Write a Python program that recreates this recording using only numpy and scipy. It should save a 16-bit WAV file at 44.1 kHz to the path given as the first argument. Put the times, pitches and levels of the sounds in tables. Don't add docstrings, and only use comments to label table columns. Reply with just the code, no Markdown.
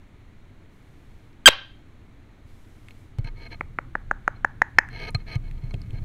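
import sys
import numpy as np
from scipy import signal
from scipy.fft import rfft, irfft
from scipy.io import wavfile
from scipy.ndimage import uniform_filter1d

SR = 44100
rng = np.random.default_rng(int(sys.argv[2]) if len(sys.argv) > 2 else 0)


def generate_wav(signal):
    frames = np.transpose(np.atleast_2d(signal))
    scaled = np.clip(frames, -1, 1) * 32767
    pcm = np.round(scaled).astype(np.int16)
    wavfile.write(sys.argv[1], SR, pcm)


N = 266364
TIME = np.arange(N) / SR
TOP_HZ = 15700

# pitch_hz, level_db (per Hz)
ROOM_COLOUR = [(20, 0.5), (50, -10.5), (95, -5), (170, -17), (280, -16), (520, -28.5), (1700, -33.5),
               (2250, -32), (2600, -38.5), (4200, -42), (4900, -53), (6500, -49), (8000, -53.5),
               (15000, -57)]
# time_s, level_db
LEANING_LEVELS = [(3.15, -61.5), (3.24, -43), (3.65, -40.5), (4.6, -43.5), (5.03, -34.5), (5.3, -37),
                  (5.95, -33), (6.04, -30)]
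# pitch_hz, level_db (per Hz)
RUMBLE_COLOUR = [(15, -14), (28, 1.5), (45, -17.5), (75, -12), (125, -11.5), (170, -22.5), (260, -29.5),
                 (500, -45), (1000, -69)]
# start_s, length_s, level_db
FEATHER_RUSTLES = [(0.678, 0.7, -74.5), (2.43, 0.72, -69.5), (3.33, 0.39, -74.5), (5.4, 0.48, -76.5)]
# start_s, peak_db, beak_ring_hz, housing_db (compared with the peak)
BEAK_TICKS = [(1.33, -54, 4480, -5), (2.885, -35.5, 2600, -14), (2.908, -37.5, 2320, -12),
              (3.527, -42, 1600, 9.5), (4.888, -30.5, 1630, -27), (5.106, -38, 9400, -21),
              (5.512, -37, 2560, -21), (5.708, -48.5, 6800, 12), (5.742, -31, 2600, -8),
              (5.817, -37.5, 4500, -7.5), (5.907, -40.5, 2770, -24)]
# pitch_hz, width_hz, level_db
HOUSING_RINGS = [(444, 244, -1), (666, 143, -0.5), (919, 75, -1), (1236, 57, -1), (1600, 230, -3),
                 (2200, 130, 7), (2520, 120, -2), (3050, 300, -5.5), (4185, 110, 4.5), (4480, 160, -8.5),
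                 (5600, 500, -20), (6200, 360, -19), (7360, 350, -49.5), (8640, 490, -35.5),
                 (11890, 4500, -47)]
# pitch_hz, level_db, t60_s (time to fade by 60 dB)
ROOM_ECHO = [(204.6, -43.5, .4), (697, -26.5, 0.34), (1583, -25.5, 0.37), (2300, -28.5, 0.36),
             (3180, -26, 0.41), (5000, -27.5, 0.4), (6500, -27.5, .33), (7853, -28, 0.11),
             (13910, -28, .15)]
# pitch_hz, level_db
THROAT_COLOUR = [(100, -15), (400, -12.5), (800, -10), (1600, -3.5), (2200, -1.5), (3150, -1), (4000, -3.5),
                 (4800, -20), (5500, -14), (6400, -27.5), (7900, -18), (9000, -31.5), (11000, -20),
                 (16000, -42.5)]
# start_s, thump_db, wobble_db and thud_db (compared with thump), clack_db
STAND_KNOCKS = [(3.186, -16.5, -8, -13, -40.5), (3.244, -26.5, -28, -10, -35.5),
                (5.146, -14, -20, -47, -17.5), (5.355, -13.5, -14, -19, -31),
                (5.636, -23, -1.5, -29.5, -45), (5.739, -18.5, -36, -13, -39), (5.932, -23, -14, -13, -60)]
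# pitch_hz, level_db (per Hz)
THUD_COLOUR = [(30, -16), (70, 9.5), (200, -2), (700, -13.5), (1600, -50)]
# start_s, length_s, pressure_db (at the end)
BEAK_STROKES = [(3.245, 0.042, -44.5), (3.353, 0.12, -48.5), (3.501, 0.0446, -47), (4.34, 0.028, -57.5),
                (4.759, .013, -59), (4.897, 0.2, -40.5), (5.179, 0.043, -53.5), (5.261, .102, -38),
                (5.928, 0.063, -55.5)]
# pitch_hz, width_hz, level_db
BEAK_GRIT = [(1130, 1300, -10.5), (8000, 8000, -31.5)]
# start_s, level_db, mouth_hz, mouth_swell_ms, beak_hz, beak_db (compared with mouth)
CLUCK_CALLS = [(3.609, -14.3, 1955, 0.79, 1330, -1.7), (3.787, -12.5, 1780, 0.63, 1426, -0.5),
               (3.953, -10.5, 1564, 0.87, 1380, -11.5), (4.112, -6.5, 1395, 0.85, 1530, -7.5),
               (4.278, -4.5, 1360, 1.07, 1560, -1), (4.4464, -4, 1580, 1.3, 1910, -13.5),
               (4.6177, -1.5, 1700, 1.6, 1970, -8.5), (4.785, 1.5, 1610, 2.11, 1938, 1.5)]
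# pitch_hz, width_hz, level_db
TONGUE_SNAP = [(2470, 380, 8.5), (5180, 520, -4.5), (6450, 1170, -0.5), (9580, 850, -15.5),
               (12400, 910, -10.5)]
# pitch_hz, width_hz
MOUTH_DIPS = [(560, 91), (3550, 400)]


def undb(db):
    return 10 ** (np.asarray(db) / 20)


def unit(x):
    return x / np.sqrt(np.mean(x ** 2))


def peak(x):
    return x / np.abs(x).max()


def add(track, start_s, sound):
    i = int(np.clip(start_s * SR, 0, N - 1))
    track[i:i + len(sound)] += sound[:N - i]


def colour(x, points):
    hz, db = np.transpose(points)
    pitches = np.maximum(np.fft.rfftfreq(len(x), 1 / SR), 1)
    gain = undb(np.interp(np.log(pitches), np.log(hz), db))
    return irfft(rfft(x) * gain, len(x))


def noise(points):
    return unit(colour(rng.standard_normal(N), points))


def wander(size):
    return unit(uniform_filter1d(rng.standard_normal(N), size=size))


def swell(t, length_s, attack_s, release_s):
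    return np.clip(np.minimum(t / attack_s, (length_s - t) / release_s), 0, 1)


def resonate(x, modes):
    out = 0
    for hz, width, db in modes:
        b, a = signal.iirpeak(min(hz, SR / 2 - 2000), max(hz / width, 1), SR)
        once = signal.lfilter(b, a, x)
        out = out + undb(db) * signal.lfilter(b, a, once)
    return out


def burst(t, hz, swell_ms, rise_octaves=0):
    u = t * 1000 / swell_ms
    pitch = hz * 2 ** (rise_octaves * np.tanh(u - 1))
    phase = 2 * np.pi * np.cumsum(pitch) / SR
    return u ** 2 * np.exp(2 - 2 * u) * np.sin(phase)


def crack(decay_ms):
    t = np.arange(SR // 20) / SR
    return rng.standard_normal(len(t)) * np.exp(-1000 * t / decay_ms)


def room_tone(level_db=-46.5):
    return undb(level_db) * noise(ROOM_COLOUR)


def leaning():
    times, levels_db = np.transpose(LEANING_LEVELS)
    return undb(np.interp(TIME, times, levels_db)) * noise(RUMBLE_COLOUR)


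def feathers(attack_s=0.059, release_s=0.13):
    motion = np.zeros(N)
    for start, length, db in FEATHER_RUSTLES:
        motion += undb(db) * swell(TIME - start, length, attack_s, release_s)
    return motion * noise([(1000, -20.5), (3000, -1.5), (6000, -5), (14000, -7), (16000, -16.0)])


def ticks(decay_ms=0.7, ring_width=0.45, crack_db=-22):
    out = np.zeros(N)
    for start, db, hz, housing_db in BEAK_TICKS:
        contact = crack(decay_ms)
        beak = peak(resonate(contact, [(hz, ring_width * hz, 0), (6500, 6000, crack_db)]))
        housing = peak(resonate(contact, HOUSING_RINGS))
        add(out, start, undb(db) * (beak + undb(housing_db) * housing))
    return out


def echo(x, build_s=0.0014):
    t = np.arange(SR * 2 // 3) / SR
    hz, db, t60 = np.transpose(ROOM_ECHO)
    pitches = np.maximum(np.fft.rfftfreq(len(t), 1 / SR), 1)
    scatter = rfft(rng.standard_normal(len(t)))
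    tail = 0
    for share, band_db, band_t60 in zip(np.eye(len(hz)), db, t60):
        fade = np.exp(-np.log(1000) * t / band_t60) * (1 - np.exp(-t / build_s))
        band = irfft(scatter * np.interp(np.log(pitches), np.log(hz), share), len(t))
        tail = tail + undb(band_db) * band * fade / np.linalg.norm(fade)
    return signal.fftconvolve(x, tail)[:N]


def chip(rasp_db=-1, source_slope=0.1, darken=0.78, push_db=-21, rumble_db=-29):
    start_s, hold_s, length_s = 1.458, 0.0148, 0.0328
    held_hz, sag_octaves_per_s = 1586, 112
    held_db, slack_db = 6, -4.5
    rough_held, rough_slack = 0.087, 0.5
    t = np.arange(int(length_s * SR)) / SR
    hz = held_hz * 2 ** (-sag_octaves_per_s * np.maximum(t - hold_s, 0))
    slack = 1 - hz / held_hz
    rough = rough_held + (rough_slack - rough_held) * slack
    envelope = swell(t, length_s, attack_s=0.0012, release_s=0.002)
    loudness = undb(held_db + slack_db * slack) * envelope
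    jitter = wander(size=30)[:len(t)]
    phase = 2 * np.pi * np.cumsum(hz * (1 + 0.13 * rough * jitter)) / SR
    pulses = np.zeros(len(t))
    for k in range(1, 40):
        audible = k * hz < TOP_HZ
        pulses += np.sin(k * phase) * audible / k ** (source_slope + darken * slack)
    rasp = undb(rasp_db) * rough * (1 + np.cos(phase)) * rng.standard_normal(len(t))
    voice = colour(unit(pulses) + rasp, THROAT_COLOUR)
    voice = voice / np.sqrt(uniform_filter1d(voice ** 2, size=160) + 1e-9)
    rumble = noise([(10, -4.5), (80, -3.5), (230, -4.5), (500, -16.0), (3000, -59.0)])[:len(t)]
    push = undb(push_db) + undb(rumble_db) * rumble
    out = np.zeros(N)
    add(out, start_s, (voice + push) * loudness)
    return out


def knocks(edge_db=-25, clack_low_hz=1200, clack_decay_ms=3.3):
    wobble_hz, wobble_t60_s = 27.3, 1
    thud_decay_s = 0.012
    out, t = np.zeros(N), np.arange(SR) / SR
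    wobble = np.sin(2 * np.pi * wobble_hz * t) * np.exp(-np.log(1000) * t / wobble_t60_s)
    thump = burst(t, hz=110.7, swell_ms=7.4)
    high_pass = signal.butter(1, clack_low_hz, "high", fs=SR)
    for start, db, wobble_db, thud_db, clack_db in STAND_KNOCKS:
        thud = unit(colour(rng.standard_normal(len(t)), THUD_COLOUR)) * np.exp(-t / thud_decay_s)
        shake = thump + undb(thud_db) * thud + undb(wobble_db) * wobble
        add(out, start, undb(db) * shake)
        contact = signal.lfilter(*high_pass, crack(clack_decay_ms))
        clack = peak(resonate(contact, HOUSING_RINGS + [(6840, 4200, edge_db)]))
        add(out, start, undb(clack_db) * clack)
    return out


def rubs(slips_per_s=2600, patchy_db=2.0, shift_db=0.5, rub_db=0.53):
    stroke_swell_db, stroke_ease = 15, 4.4
    nibble_start_s, nibble_db, nibble_spread_db = 5.41, -67, 6
    firm_db, brighten = -32, 0.091
    pressure = (TIME > nibble_start_s) * undb(nibble_db + nibble_spread_db * wander(size=900))
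    for start, length, db in BEAK_STROKES:
        to_go = np.linspace(1, 0, max(int(length * SR), 2))
        add(pressure, start, undb(db - stroke_swell_db * to_go ** stroke_ease))
    pressure = np.maximum(uniform_filter1d(pressure, size=160), 1e-9)
    slips = (rng.random(N) < slips_per_s / SR) * rng.standard_normal(N)
    slips = slips * undb(patchy_db * wander(size=400))
    force = slips * pressure / resonate(slips, HOUSING_RINGS).std()
    out = 0
    for hz, width, db in HOUSING_RINGS + BEAK_GRIT:
        tilt = (pressure / undb(firm_db)) ** (brighten * np.log2(hz / 3000))
        drive = force * tilt * undb(shift_db * wander(size=1800))
        out = out + resonate(drive, [(hz, width, db)])
    return undb(rub_db) * out


def mouth_cavities(x):
    for hz, width in MOUTH_DIPS:
        x = signal.lfilter(*signal.iirnotch(hz, hz / width, SR), x)
    return x


def clucks(chest_hz=320, chest_ms=0.84, throat_ms=1.23, beak_ms=0.93):
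    throat_hz, throat_db = 863, -5.5
    mouth_rise_octaves = 0.19
    chest_db, chest_growth = -15.5, 0.4
    snap_db, snap_growth = -19, 2.5
    out, t = np.zeros(N), np.arange(SR // 40) / SR
    for start, db, mouth_hz, mouth_ms, beak_hz, beak_db in CLUCK_CALLS:
        mouth = burst(t, mouth_hz, mouth_ms, mouth_rise_octaves)
        beak = undb(beak_db) * burst(t, beak_hz, beak_ms)
        throat = undb(throat_db) * burst(t, throat_hz, throat_ms)
        chest = undb(chest_db + chest_growth * db) * burst(t, chest_hz, chest_ms)
        wet_noise = np.abs(mouth) * rng.standard_normal(len(t))
        snap = undb(snap_db + snap_growth * db) * peak(resonate(wet_noise, TONGUE_SNAP))
        add(out, start, snap - undb(db) * (mouth + beak + throat) - chest)
    return mouth_cavities(out)


def scene(cluck_room_db=3.5, tick_room_db=-3.5):
    ticking, call, clucking = ticks(), chip(), clucks()
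    room = echo(call + undb(cluck_room_db) * clucking + undb(tick_room_db) * ticking)
    background = room_tone() + leaning() + feathers()
    handling = knocks() + rubs()
    mono = background + ticking + call + room + handling + clucking
    return np.array([mono, mono])


def record(dry, knee=8, treble_hz=13000):
    fine = signal.resample_poly(dry, 2, 1, axis=1)
    clipped = fine / (1 + np.abs(fine) ** knee) ** (1 / knee)
    softened = signal.lfilter(*signal.butter(2, treble_hz, fs=2 * SR), clipped)
    normal_rate = signal.resample_poly(softened, 1, 2, axis=1)
    steady_block = signal.butter(1, 4, "high", fs=SR, output="sos")
    coupled = signal.sosfilt(steady_block, normal_rate)
    top_cut = signal.ellip(10, 0.1, 80, TOP_HZ, fs=SR, output="sos")
    return 0.93 * signal.sosfilt(top_cut, coupled)


dry = scene()
out = record(dry)
generate_wav(out)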